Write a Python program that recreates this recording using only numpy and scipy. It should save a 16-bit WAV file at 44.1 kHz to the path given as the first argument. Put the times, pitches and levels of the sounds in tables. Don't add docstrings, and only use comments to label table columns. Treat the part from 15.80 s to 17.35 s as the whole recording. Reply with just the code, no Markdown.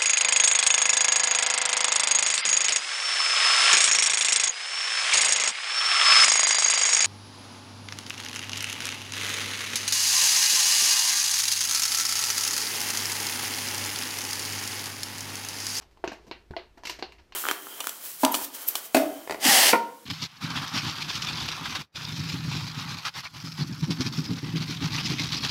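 import sys
import numpy as np
from scipy import signal
from scipy.fft import rfft, irfft, next_fast_len
from scipy.io import wavfile

SR = 44100
rng = np.random.default_rng(int(sys.argv[2]) if len(sys.argv) > 2 else 0)


def master(y):
    cut = np.clip(np.atleast_2d(y).T, -1, 1)
    pcm = np.round(cut * 32767)
    wavfile.write(sys.argv[1], SR, pcm.astype(np.int16))


N = 68355
TIME = np.arange(N) / SR

# t/s, bass/dB, body/dB, hollow/dB, middle/dB, crack/dB, air/dB, crack edge/Hz,
# low panel note/Hz, high panel note/Hz, note level/dB, room send/dB
SNAPS = [(0.112, -52, -40, -38, -38, -37.5, -49, 4500, 950, 1700, 3, 4),
         (.173, -35, -16, -22.5, -32.5, -35.5, -51, 4500, 890, 1020, 9.5, -3),
         (0.2404, -14.5, 14.5, 10.5, -2, -15.5, -44, 3720, 670, 1382, 4.5, -9),
         (.2440, -4, -18, 0.5, -5, -15, -32, 4520, 910, 2550, 2, -3.5),
         (0.2765, 0, 9.5, -2, -2, -10, -32.5, 6480, 1500, 2544, 9, -3.5),
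         (0.5125, -6, 7.5, -0.5, 0, -3.5, -38, 4370, 956, 2240, 2.5, -7),
         (0.7095, -24, 4, -12, -21.5, -26, -42, 4300, 1500, 3440, 8.5, -3),
         (.7367, -18, -23, -8.5, -16.5, -48, -72, 2580, 877, 1460, 14.5, -8),
         (0.7655, -23, 7.5, 2.5, -5, -4, -44, 4300, 671.4, 2008, 11, -2.5),
         (.7945, -28, -10, -12, -16, -27, -57, 4300, 674, 2050, 1, -6),
         (1.0355, -24, -13, -9, -19, -17.5, -36, 5100, 970, 1700, 11, 3),
         (1.2253, -5, 9, 4.5, -3, 0, -36, 4520, 766, 1514, 7, -5.5),
         (1.3221, -36, -51, -18.5, -15.5, -23, -37.5, 4700, 987, 2300, 1, -4),
         (1.5227, -34, -29, -14, -17.5, -13, -44, 4500, 1058, 2830, 7.5, -5)]


def snaps(gain_db=-3):
    out = np.zeros(N)
    for start, *eq, low_hz, high_hz, notes_db, room_db in SNAPS:
        snap = contact(np.ones(1), low_hz, high_hz, notes_db, room_db)
        add(out, start, contact_eq(snap, *eq))
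    return from_db(gain_db) * out


# t/s, length/s, body/dB, hollow/dB, middle/dB, crack/dB, air/dB,
# low edge note/Hz, high edge note/Hz, note level/dB
RASPS = [(0.01, 0.019, -18, -12, -19.5, -22, -34, 1022, 2890, 3.5),
         (.318, .005, -0.5, -1, -10, -20.5, -32.5, 1567, 2520, 4),
         (0.33, 0.0062, -7, -11, -12.5, -21.5, -34, 1540, 2490, 7),
         (.467, 0.017, -4.5, -14, -26.5, -26.5, -37, 201, 1560, 5),
         (.974, 0.0086, -9.5, -11.5, -21, -28.5, -40.5, 852, 1730, 5.2),
         (1.053, 0.0067, -7.5, -7.5, -3.5, -4, -19.5, 895, 1920, 4.6),
         (1.0702, 0.005, -7, -11, -1, -3, -18, 916, 2160, 4),
         (1.0959, .004, 1.5, -4.5, 0.5, -1.5, -14, 989, 2650, 8.1),
         (1.1888, .006, -2, -8.5, -12.5, -16, -32, 886, 1060, 2.2),
         (1.383, 0.017, -19, -24, -21.5, -28.5, -54, 935, 1430, 4)]


def rasps(gain_db=-3, slips_per_s=1600, spread_db=1.5, bass_loss_db=8):
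    out, t = np.zeros(N), TIME[:1200]
    for start, length, body, *upper_eq, low_hz, high_hz, notes_db in RASPS:
        chance, size = rng.random(len(t)), rng.standard_normal(len(t))
        slipping = ((chance < slips_per_s / SR) & (t < length)) | (t == 0)
        slips = unit_energy(slipping * np.sign(size) * from_db(spread_db * np.abs(size)))
        rasp = contact(slips, low_hz, high_hz, notes_db, room_db=-2.5)
        add(out, start, contact_eq(rasp, body - bass_loss_db, body, *upper_eq, edge_hz=5500))
    return from_db(gain_db) * out


DESK_DELAY_S, DESK_ECHO = 0.00295, 0.28
# f/Hz, level over a bare click/dB
SHELL_MODES = [(228, -12), (366, 3.5), (497, 0.5), (675, 3.5), (750, -6), (886, -12), (942, 2.5), (1084, 0),
               (1443, 5), (1556, -3), (2012, -9), (2720, 3), (2768, 7.5), (2884, 6), (4720, -2)]


def contact(clicks, low_hz, high_hz, notes_db, room_db):
    t = TIME[:int(0.4 * SR)]

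    def driven(response):
        return signal.fftconvolve(clicks, response)[:len(t)]

    def burst(t60):
        power = np.convolve(clicks ** 2, dying(t60, t) ** 2)[:len(t)]
        return unit_energy(rng.standard_normal(len(t)) * np.sqrt(power))

    impulse = (t == 0) + 1e-18
    push = from_db(0.5) * butter(impulse, 1700, "low")
    notes = 0
    for hz in (low_hz, high_hz):
        notes += mode(hz, notes_db, t, t60=33 / hz)
        notes += mode(hz, notes_db + 6.5 + room_db, t, t60=0.15)
    ring = sum(mode(hz, db + rng.normal(0, 1.1), t, t60=0.23) for hz, db in SHELL_MODES)
    crack = from_db(-2) * butter(burst(t60=0.0096), 1310, "high")
    flutter = from_db(-2) * burst(t60=0.067)
    direct = driven(push) + crack
    desk = DESK_ECHO * np.interp(t - DESK_DELAY_S, t, direct, left=0)
    build_up = np.interp(t, TIME[:len(clicks)], np.cumsum(clicks ** 2))
    reverb = from_db(room_db) * build_up * room_tail(t)
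    return direct + desk + driven(notes + ring) + flutter + reverb


def contact_eq(x, bass, body, hollow, middle, crack, air, edge_hz):
    band_hz = (184, 354.5, 808, 1950, edge_hz, 8460)
    return colour(x, list(zip(band_hz, (bass, body, hollow, middle, crack, air))))


# f/Hz, gain/dB
SHELL_EQ = [(370, 2), (530, -3), (680, 1), (1000, 0), (1280, -3), (1550, -0.5), (2800, 3), (3500, -1.5),
            (4300, 3.5), (5200, 1.5), (8000, 3), (11000, -3.5), (13000, 1.5), (15500, -9)]


def shell_radiation(x, low_cut_hz=49):
    return butter(colour(x, SHELL_EQ), low_cut_hz, "high")


# f/Hz, level/dB, t60/s
KNOCK_MODES = [(78, 3, 0.11), (144, 3.5, 0.067), (223.5, -0.5, 0.096), (350, 0, .14)]


def knock(start_s=0.7052, contact_s=0.0036, gain_db=-37.5):
    out, t = np.zeros(N), TIME[:SR // 4]
    push = np.sin(np.pi * np.minimum(t / contact_s, 1)) ** 2
    thud = sum(from_db(db) * dying(t60, t) * np.sin(2 * np.pi * hz * t) for hz, db, t60 in KNOCK_MODES)
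    add(out, start_s, signal.fftconvolve(push / push.sum(), thud))
    return from_db(gain_db) * out


# t/s, level/dB
RUB_ENVELOPE = [(0, -69.5), (.13, -72), (.2, -66), (.3, -64), (.45, -57.5), (.62, -67.5), (.9, -79),
                (1.0, -66.5), (1.3, -65.5), (1.42, -68.5), (1.48, -67.5), (1.55, -73)]
# f/Hz, gain/dB
RUB_EQ = [(100, -9), (250, -12.5), (355, 7.5), (550, -10.5), (950, -13), (1400, -24.5), (4500, -20.5),
          (8500, -34), (15000, -48)]


def finger_rub(grains_per_s=2500, spread_db=1):
    ticks = (rng.random(N) < grains_per_s / SR) * rng.choice([-1, 1], N)
    grains = ticks * from_db(spread_db * np.minimum(rng.exponential(1, N), 4))
    envelope = from_db(np.interp(TIME, *np.transpose(RUB_ENVELOPE)))
    return np.sqrt(N) * unit_energy(colour(grains, RUB_EQ)) * envelope


# f/Hz, t60/s
ROOM_DECAY = [(150, 0.2), (500, 0.29), (1400, .3), (3700, 0.26), (12000, 0.2)]


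def room_tail(t):
    edges_hz = np.geomspace(60, 18000, num=7)
    white, tail = rng.standard_normal((2, len(t))), 0
    for k, (low, high) in enumerate(zip(edges_hz, edges_hz[1:])):
        t60 = at_hz(ROOM_DECAY, np.sqrt(low * high))
        tail += butter(white[k % 2], [low, high], "band") * dying(t60, t)
    fade_in = np.clip(t / DESK_DELAY_S - 1, 0, 1)
    return unit_energy(tail * fade_in)


# f/Hz, gain/dB
ROOM_TONE_EQ = [(20, -7), (40, -6), (60, 3), (95, -14), (200, -18), (370, -21), (800, -25.5), (2000, -31.5),
                (5000, -37), (8500, -44), (15000, -49)]


def room_tone(level_db=-59.5):
    noise = colour(rng.standard_normal(N + SR // 4), ROOM_TONE_EQ)[-N:]
    return from_db(level_db) * np.sqrt(N) * unit_energy(noise)


def mode(hz, db, t, t60):
    fade = dying(t60, t)
    return 2 * from_db(db) * fade / fade.sum() * np.cos(2 * np.pi * hz * t)


def colour(x, points):
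    size = 2 * next_fast_len(len(x) + 2048)
    gain = from_db(at_hz(points, np.fft.rfftfreq(size, 1 / SR)))
    cepstrum = irfft(np.log(gain))
    cepstrum[1:size // 2] *= 2
    cepstrum[size // 2 + 1:] = 0
    return irfft(rfft(x, size) * np.exp(rfft(cepstrum)))[:len(x)]


def at_hz(points, hz):
    f, value = np.transpose(sorted(points))
    return np.interp(np.log(np.maximum(hz, 1)), np.log(f), value)


def butter(x, hz, kind):
    return signal.sosfilt(signal.butter(2, hz, kind, fs=SR, output="sos"), x)


def from_db(db):
    return 10 ** (np.asarray(db) / 20)


def dying(t60, t):
    return from_db(-60 * t / t60)


def unit_energy(x):
    return x / np.sqrt(np.sum(x ** 2) + 1e-20)


def add(out, start_s, x):
    start = max(int(start_s * SR), 0)
    out[start:start + len(x)] += x[:N - start]


def scene():
    pack = shell_radiation(snaps() + rasps())
    return (pack + finger_rub() + knock() + room_tone())[None]


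def record(dry):
    return signal.sosfilt(signal.ellip(10, 0.1, 70, 15400, fs=SR, output="sos"), dry)


dry = scene()
out = record(dry)
master(out)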